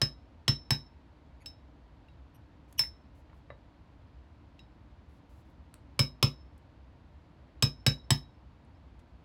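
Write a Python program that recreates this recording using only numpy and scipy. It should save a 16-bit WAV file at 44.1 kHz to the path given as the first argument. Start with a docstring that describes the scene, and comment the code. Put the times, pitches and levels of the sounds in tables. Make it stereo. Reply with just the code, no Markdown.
"""A small brass hammer taps a hand-held steel punch on a workbench, close to a two-port microphone.
Each blow layers a noise crack, decaying sine modes of the punch (a beating pair near 5.2 kHz) and a
late-swelling thud of low bench modes; some blows are only light touches.
Noise-burst tool ticks, harmonic squeaks, a handle knock and a hiss of hand rustle fill the pauses.
A small room answers the crack and the handling with noise tails, over a low hum of shaped noise."""
import sys
import numpy as np
from scipy import signal
from scipy.fft import rfft, irfft
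from scipy.io import wavfile

SR = 44100
rng = np.random.default_rng(int(sys.argv[2]) if len(sys.argv) > 2 else 0)


def transcribe(signal):
    """Save signal, clipped to [-1, 1], as a 16-bit WAV file at the path in sys.argv[1]."""
    frames = np.atleast_2d(signal).T
    limited = np.clip(frames, -1, 1)
    pcm = np.round(limited * 32767).astype(np.int16)
    wavfile.write(sys.argv[1], SR, pcm)


N = 407484


def undb(db):
    """Amplitude factor of a level in dB."""
    return 10 ** (np.asarray(db) / 20)


def unit(x):
    """Scales each row to rms 1."""
    return x / np.sqrt(np.mean(x ** 2, axis=-1, keepdims=True))


def curve(table, hz):
    """Level in dB from breakpoints, straight on a log frequency axis."""
    points = np.array(table)
    return np.interp(np.log(hz + 1), np.log(points[:, 0]), points[:, 1])


def noise(size, gain):
    """Noise of rms 1 coloured by gain(hz); size = (rows, samples)."""
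    hz = np.fft.rfftfreq(size[1], 1 / SR)
    return unit(irfft(rfft(rng.standard_normal(size)) * gain(hz), size[1]))


def fade(t, t60):
    """Exponential decay that falls 60 dB in t60 seconds."""
    return np.exp(-np.log(1000) * t / t60)


def add(out, start_s, x):
    """Mixes x into out from start_s on."""
    i = int(start_s * SR)
    out[:, i:i + x.shape[1]] += x[:, :N - i]


def waver(t, db, rate_hz):
    """A slowly wandering gain for each port, db being its rms swing."""
    return undb(db * noise((2, len(t)), lambda f: 1 / (1 + (f / rate_hz) ** 2)))


PORT_LAG = 4  # samples by which the right port hears the shared part later


def ports(pair, alike):
    """Left and right from two noises that share a part; the right port hears it later."""
    left, own = pair
    right = alike * np.roll(left, PORT_LAG) + np.sqrt(1 - alike ** 2) * own
    return np.array([left, right])


def ring(t, hz, db, t60, right_db, lag):
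    """One mode; side-on radiation of a bending rod reaches the right port out of step, at its own level."""
    cycles = hz * t - np.array([[0], [lag]])
    return undb([[db], [db + right_db]]) * fade(t, t60) * np.sin(2 * np.pi * cycles)


# colour of the room noise: pitch_hz, relative_density_db (per Hz)
HUM_COLOUR = [(15, -62.5), (25, -32), (42, -9.5), (65, 3.5), (92, -5), (208, -15.5), (296, -12), (389, -24),
              (634, -22), (831, -25.5), (927, -22.5), (1150, -28.5), (4480, -42.5), (5570, -50),
              (16500, -70.5)]
# stereo spread of the hum, side channel against mid: pitch_hz, side_over_mid_db
HUM_SPREAD = [(60, -17.5), (200, -13.5), (400, -0.5), (800, 1.5), (2400, -3), (6000, -1)]
HUM_DB = -54.5  # rms of the mid channel


def hum():
    """Steady room noise, alike at both ports only in the bass."""
    mid, side = rfft(rng.standard_normal((2, N)))
    hz = np.fft.rfftfreq(N, 1 / SR)
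    side = side * undb(curve(HUM_SPREAD, hz))
    mid, side = irfft(undb(curve(HUM_COLOUR, hz)) * np.array([mid, side]), N)
    return undb(HUM_DB) * np.array([mid + side, mid - side]) / np.std(mid)


# reverb bands of the room: centre_hz, relative_level_db, t60_s
ROOM_BANDS = [(463, -31.5, 0.24), (1070, -27.5, 0.17), (2340, -32, 0.16), (5030, -37.5, 0.16),
              (8700, -40, 0.18), (13500, -38.5, 0.095)]


def room(x):
    """A small furnished room: a noise tail per band, its own at each port."""
    t = np.arange(SR // 2) / SR
    tail = 0
    for centre_hz, db, t60 in ROOM_BANDS:
        band = noise((2, len(t)), lambda hz: np.exp(-(np.log((hz + 1) / centre_hz) / .55) ** 2))
        tail = tail + undb(db) * np.sqrt(centre_hz / SR) * band * fade(t, t60)
    tail = tail * (1 - np.exp(-(t / 0.0042) ** 2))  # first echoes need a few ms
    send = x[:1] + .5 * x[1:]
    return signal.fftconvolve(send, tail, axes=1)[:, :N]


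# strokes of skin, sleeve and sliding steel: start_s, hold_s, level_db
RUSTLE_STROKES = [(2.682, 0.038, -78), (2.779, .01, -57.5), (3.15, 0.057, -79), (3.34, .05, -83),
                  (5.09, 0.093, -81.5), (5.294, 0.12, -77), (5.452, 0.065, -84.5)]
RUSTLE_RISE_S, RUSTLE_FALL_S = .0015, 0.012  # time constants


def rustle():
    """Bright soft hiss while the hands move; each stroke swells, holds and fades."""
    t = np.arange(N) / SR
    gain = 0
    for start_s, hold_s, db in RUSTLE_STROKES:
        before = np.maximum(start_s - t, 0) / RUSTLE_RISE_S
        after = np.maximum(t - start_s - hold_s, 0) / RUSTLE_FALL_S
        gain = gain + undb(db) * np.exp(-(before + after))
    return gain * noise((2, N), lambda hz: hz / (1 + (hz / 9000) ** 3))


# short noise bursts: ticks and knocks of tools and fingers, and at 2.795 s and 2.837 s two further bands of the
# glancing blow at 2.79 s: start_s, level_db, centre_hz, width_hz, t60_s
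NOISE_TICKS = [(2.726, -46, 6500, 16000, 0.018), (2.795, -35.5, 870, 298.6, 0.035),
               (2.837, -44.5, 2000, 300, 0.039), (3.297, -59.5, 1484, 1770, 0.053),
               (3.33, -53, 1100, 1200, 0.024), (5.5, -68.5, 14500, 4250, .02),
               (5.741, -33, 6200, 11900, 0.0049), (6.579, -62, 8880, 8050, 0.023),
               (8.648, -74, 8470, 2930, 0.028), (8.75, -66.5, 5240, 202, .08),
               (8.992, -61, 3960, 6940, 0.054)]


def ticks():
    """Short noise bursts, each a resonant hump around one centre."""
    out, t = np.zeros((2, N)), np.arange(SR // 8) / SR
    attack = 1 - np.exp(-t / 0.00029)
    for start_s, db, centre_hz, width_hz, t60 in NOISE_TICKS:
        pair = noise((2, len(t)), lambda hz: 1 / (1 + (2 * (hz - centre_hz) / width_hz) ** 2))
        add(out, start_s, undb(db) * ports(pair, 0.7) * fade(t, t60) * attack)
    return out


# brief squeaks of steel on steel: peak_s, pitch_hz, half_length_s, level_db of harmonics 1-5
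STEEL_SQUEAKS = [(1.419, 2240, 0.016, -62, -73, -77, -80, -75),
                 (2.356, 2890, 0.013, -69, -74, -72, -67.5, -73),
                 (2.787, 2930, .007, -42.5, -44, -51.5, -45.5, -51.5)]


def squeaks():
    """Steel rubbing on steel: short swells of harmonics, roughened by noise below 500 Hz."""
    out, t = np.zeros((2, N)), np.arange(N) / SR
    for peak_s, hz, half_length_s, *harmonics_db in STEEL_SQUEAKS:
        rough = 1 + .9 * noise((1, N), lambda f: f < 500)
        swell = rough * np.exp(-((t - peak_s) / half_length_s) ** 2 * 2)
        for k, db in enumerate(harmonics_db, 1):
            out += swell * undb(db) * np.sin(2 * np.pi * k * hz * t)
    return out


# modes of the wooden handle: pitch_hz, level_db, t60_s
HANDLE_MODES = [(575, -25.5, 0.013), (1170, -39.5, 0.025), (1790, -38, 0.015), (2000, -45, 0.032)]
KNOCK_S = 3.5027  # the handle touches down


def handle_knock():
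    """The handle touches down: short modes, the lower ones slower to speak."""
    out, t = np.zeros((2, N)), np.arange(SR // 8) / SR
    for hz, db, t60 in HANDLE_MODES:
        add(out, KNOCK_S, ring(t, hz, db, t60, 0, 0) * (1 - np.exp(-t * hz / 1.13)))
    return out


# bench top modes: pitch_hz, level_db (against the thud), t60_s
BENCH_MODES = [(56, -21, .4), (89.4, -8.5, .12), (116, -2.5, 0.13), (142.5, -5, .2), (180, -26, 0.13),
               (212, -14.5, 0.16), (249, -22, 0.29), (279, -25, 0.24), (367, -27.5, 0.25)]
BENCH_DELAY_S, BENCH_RISE_S = 0.0021, 0.0012


def bench(t):
    """Thud of a unit blow: neighbouring modes start in opposite senses, so it swells late."""
    t = np.maximum(t - BENCH_DELAY_S, 0)
    thud, sense = 0, 1
    for hz, db, t60 in BENCH_MODES:
        thud = thud + sense * undb(db) * fade(t, t60) * np.sin(2 * np.pi * hz * t)
        sense = -sense
    return thud * (1 - np.exp(-t / BENCH_RISE_S)) * undb([[.4], [-.4]])  # nearly alike at both ports


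def burst(t, table, db, t60, alike):
    """A fast-dying noise confined to the span of its spectrum."""
    low_hz, high_hz = table[0][0], table[-1][0]

    def colour(hz):
        return undb(curve(table, hz)) / (1 + (low_hz / (hz + 1)) ** 8) / (1 + (hz / high_hz) ** 8)

    return undb(db) * ports(noise((2, len(t)), colour), alike) * fade(t, t60)


# colours of crack, treble and body of the impact: pitch_hz, relative_density_db (per Hz)
CRACK_COLOUR = [(1400, -8), (2200, -9.5), (3000, -6), (4500, -7), (7000, -9.5)]
TREBLE_COLOUR = [(7000, -3), (9000, -3), (12000, -7.5), (13800, -5), (15500, -3)]
BODY_COLOUR = [(250, 3.5), (400, 5.5), (800, 0.5), (1200, 1.5), (1500, -9.5)]
# fainter modes of the part and its block: pitch_hz, over_crack_db, t60_s, right_port_db, right_lag_cycles
FAINT_MODES = [(1200, -22.5, 0.03, 0, .1), (2060, -21.5, 0.025, -4, 0.12), (2270, -22.5, 0.025, -4, 0.22),
               (3038, -13.5, 0.04, -1, 0.12), (4820, -9.5, 0.035, -5.5, 0.74)]
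CRACK_T60_S, TREBLE_T60_S, BODY_T60_S = 0.026, 0.026, 0.033
BODY_DB = -10.5  # over the mean of crack and thud


def crack(t, crack_db, treble_db, thud_db):
    """Impact noise in three bands, plus faint modes that differ a little from blow to blow."""
    body_db = (crack_db + thud_db) / 2 + BODY_DB
    out = undb([[2.5], [-3.5]]) * burst(t, CRACK_COLOUR, crack_db, CRACK_T60_S, 0.77)
    out = out + burst(t, BODY_COLOUR, body_db, BODY_T60_S, .9)
    out = out + burst(t, TREBLE_COLOUR, treble_db, TREBLE_T60_S, 0.71)
    for hz, db, *rest in FAINT_MODES:
        detune, scatter = rng.standard_normal(2)
        out = out + ring(t, hz * (1 + 0.0084 * detune), crack_db + db + 3 * scatter, *rest)
    return out * (1 - np.exp(-t / .0005))


# crowded high modes of the tools on the mat, as bands: centre_hz, half_width_hz, over_treble_db, t60_s
SHIMMER_BANDS = [(7400, 700, -24.5, .15), (9926, 800, -25.5, 0.16), (12200, 800, -25.5, 0.17),
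                 (15400, 500, -24.5, .13)]


def shimmer(t, treble_db):
    """Treble noise bands that outlast the crack."""
    out = 0
    for hz, width, db, t60 in SHIMMER_BANDS:
        band = noise((2, len(t)), lambda f: np.exp(-((f - hz) / width) ** 2))
        out = out + undb(treble_db + db) * fade(t, t60) * band
    return out * (1 - np.exp(-t / 0.00067))


def linger(t, hz, db, t60):
    """A mode heard back from the walls: the same pitch, wavering differently at each port."""
    tone = np.sin(2 * np.pi * (hz * t + rng.random((2, 1))))
    return undb(db) * waver(t, 5, 30) * tone * fade(t, t60) * (1 - np.exp(-t / .004))


# punch modes 1-7 in the grip, and the ring lingering in the room:
# t60_s, right_port_db, right_lag_cycles, linger_over_mode_db, linger_t60_s
PUNCH_MODES = [(.03, -1.5, 0.17, -23.5, .08), (0.14, -7.5, .48, -16, 0.27), (0.17, -10, 0.57, -19.5, 0.21),
               (0.18, -12.5, 0.53, -20.5, 0.32), (0.06, 10.5, .8, -16, 0.13), (0.07, -3, 0.94, -18, .09),
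               (0.11, 0.5, 0.58, -19, 0.099)]
# starting sense of modes 1-7; twins 3 and 4 start opposed, so their beat swells before it first dips: sign
MODE_SENSE = (1, 1, 1, -1, 1, 1, 1)
GRIP_WAVER_DB = 1.8  # rms


def punch(t, pitches_hz, levels_db):
    """The seven modes of one blow; the fingers on the shank make the decay uneven."""
    out = 0
    for hz, db, sense, mode in zip(pitches_hz, levels_db, MODE_SENSE, PUNCH_MODES):
        t60, right_db, lag, linger_db, linger_t60 = mode
        direct = sense * ring(t, hz, db, t60, right_db, lag) * waver(t, GRIP_WAVER_DB, 45)
        out = out + direct + linger(t, hz, db + linger_db, linger_t60)
    return out


# hammer on punch: start_s, crack_db, treble_over_crack_db, thud_db, low_ring_db (mode 2),
# twin_ring_db (mean of modes 3 and 4), upper_over_lower_twin_db
HAMMER_BLOWS = [(0.016, -15.5, -13, -20, -26.5, -16, -6.5), (0.4796, -14, -13.5, -15.5, -19, -18, 9),
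                (0.7057, -16, -10.5, -18, -22, -16, -3), (1.4596, -39, -7, -54, -40, -37, 12),
                (2.0848, -78, -1, -61, -57, -71.5, -7), (2.7926, -20, -2, -37.5, -32.5, -16.5, 9.5),
                (3.503, -72, -11, -49, -53, -77, -8), (4.5919, -52, -18, -69, -44.5, -57.5, 1),
                (5.992, -13, -9, -14.5, -26, -14.5, 0), (6.2269, -12.5, -11, -13, -21.5, -12.5, 2),
                (7.6242, -12.5, -11, -14, -22, -14, 0), (7.8643, -11.5, -11.5, -13, -13.5, -13.5, 3.5),
                (8.105, -12, -9, -13, -21.5, -17, 2.5)]
# lower twin (mode 3) of each blow: pitch_hz
LOWER_TWIN_HZ = (5192, 5187, 5185, 5153, 5151, 5172, 5140, 5150, 5177, 5147, 5182, 5171, 5150)
# modes 2-4, shifting together with the grip: multiple of the lower twin's pitch
BENDING_RATIOS = (.7465, 1, 1.0251)
# modes 5-7: pitch_hz
UPPER_MODES_HZ = (7890, 10360, 12120)
# modes 5-7, depending on where the blow lands: over_treble_db, before scatter
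UPPER_MODES_DB = (-13, -24, -19.5)
UPPER_SCATTER_DB = 3.5
LOWEST_HZ = 2750  # mode 1
LOWEST_DB, LOWEST_SLOPE = -34, 0.27  # grows only 0.27 dB per dB of crack, so light touches favour it


def hammer():
    """Each blow drives the crack in the air, the ring of the steel and the thud through the bench."""
    air, steel, wood = np.zeros((3, 2, N))
    t = np.arange(SR // 2) / SR
    thud = bench(t)
    for blow, twin_hz in zip(HAMMER_BLOWS, LOWER_TWIN_HZ):
        start_s, crack_db, bright_db, thud_db, low_db, twin_db, tilt_db = blow
        treble_db = crack_db + bright_db
        scatter_db = UPPER_SCATTER_DB * rng.standard_normal(len(UPPER_MODES_DB))
        upper_db = treble_db + np.array(UPPER_MODES_DB) + scatter_db
        lowest_db = LOWEST_DB + LOWEST_SLOPE * crack_db
        levels_db = (lowest_db, low_db, twin_db - tilt_db / 2, twin_db + tilt_db / 2, *upper_db)
        pitches_hz = (LOWEST_HZ, *(twin_hz * np.array(BENDING_RATIOS)), *UPPER_MODES_HZ)
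        struck = punch(t, pitches_hz, levels_db) * (1 - np.exp(-t / 0.00014))
        add(air, start_s, crack(t, crack_db, treble_db, thud_db))
        add(steel, start_s, struck + shimmer(t, treble_db))
        add(wood, start_s, undb(thud_db) * thud)
    return air, steel, wood


def scene():
    """Mixes all layers; only crack, ticks, squeaks and knock feed the room tail."""
    air, steel, wood = hammer()
    air = air + ticks() + squeaks() + handle_knock()
    return air + room(air) + steel + wood + rustle() + hum()


# treble dips of the microphone housing: centre_hz, width_hz, gain_db
HOUSING_DIPS = [(8500, 620, -9), (14000, 540, -14)]
CLIP = 0.73  # full-scale ceiling toward which peaks are rounded
TOP_HZ = 16700  # edge of the steep treble cut


def record(dry):
    """The microphone housing has two treble dips; the recorder rounds peaks and cuts the top steeply."""
    for hz, width, db in HOUSING_DIPS:
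        b, a = signal.iirpeak(hz, hz / width, fs=SR)
        dry = dry - (1 - undb(db)) * signal.lfilter(b, a, dry)
    rounded = CLIP * np.tanh(dry / CLIP)
    top_cut = signal.ellip(10, .2, 80, TOP_HZ, fs=SR, output="sos")
    return signal.sosfilt(top_cut, rounded)


dry = scene()
out = record(dry)
transcribe(out)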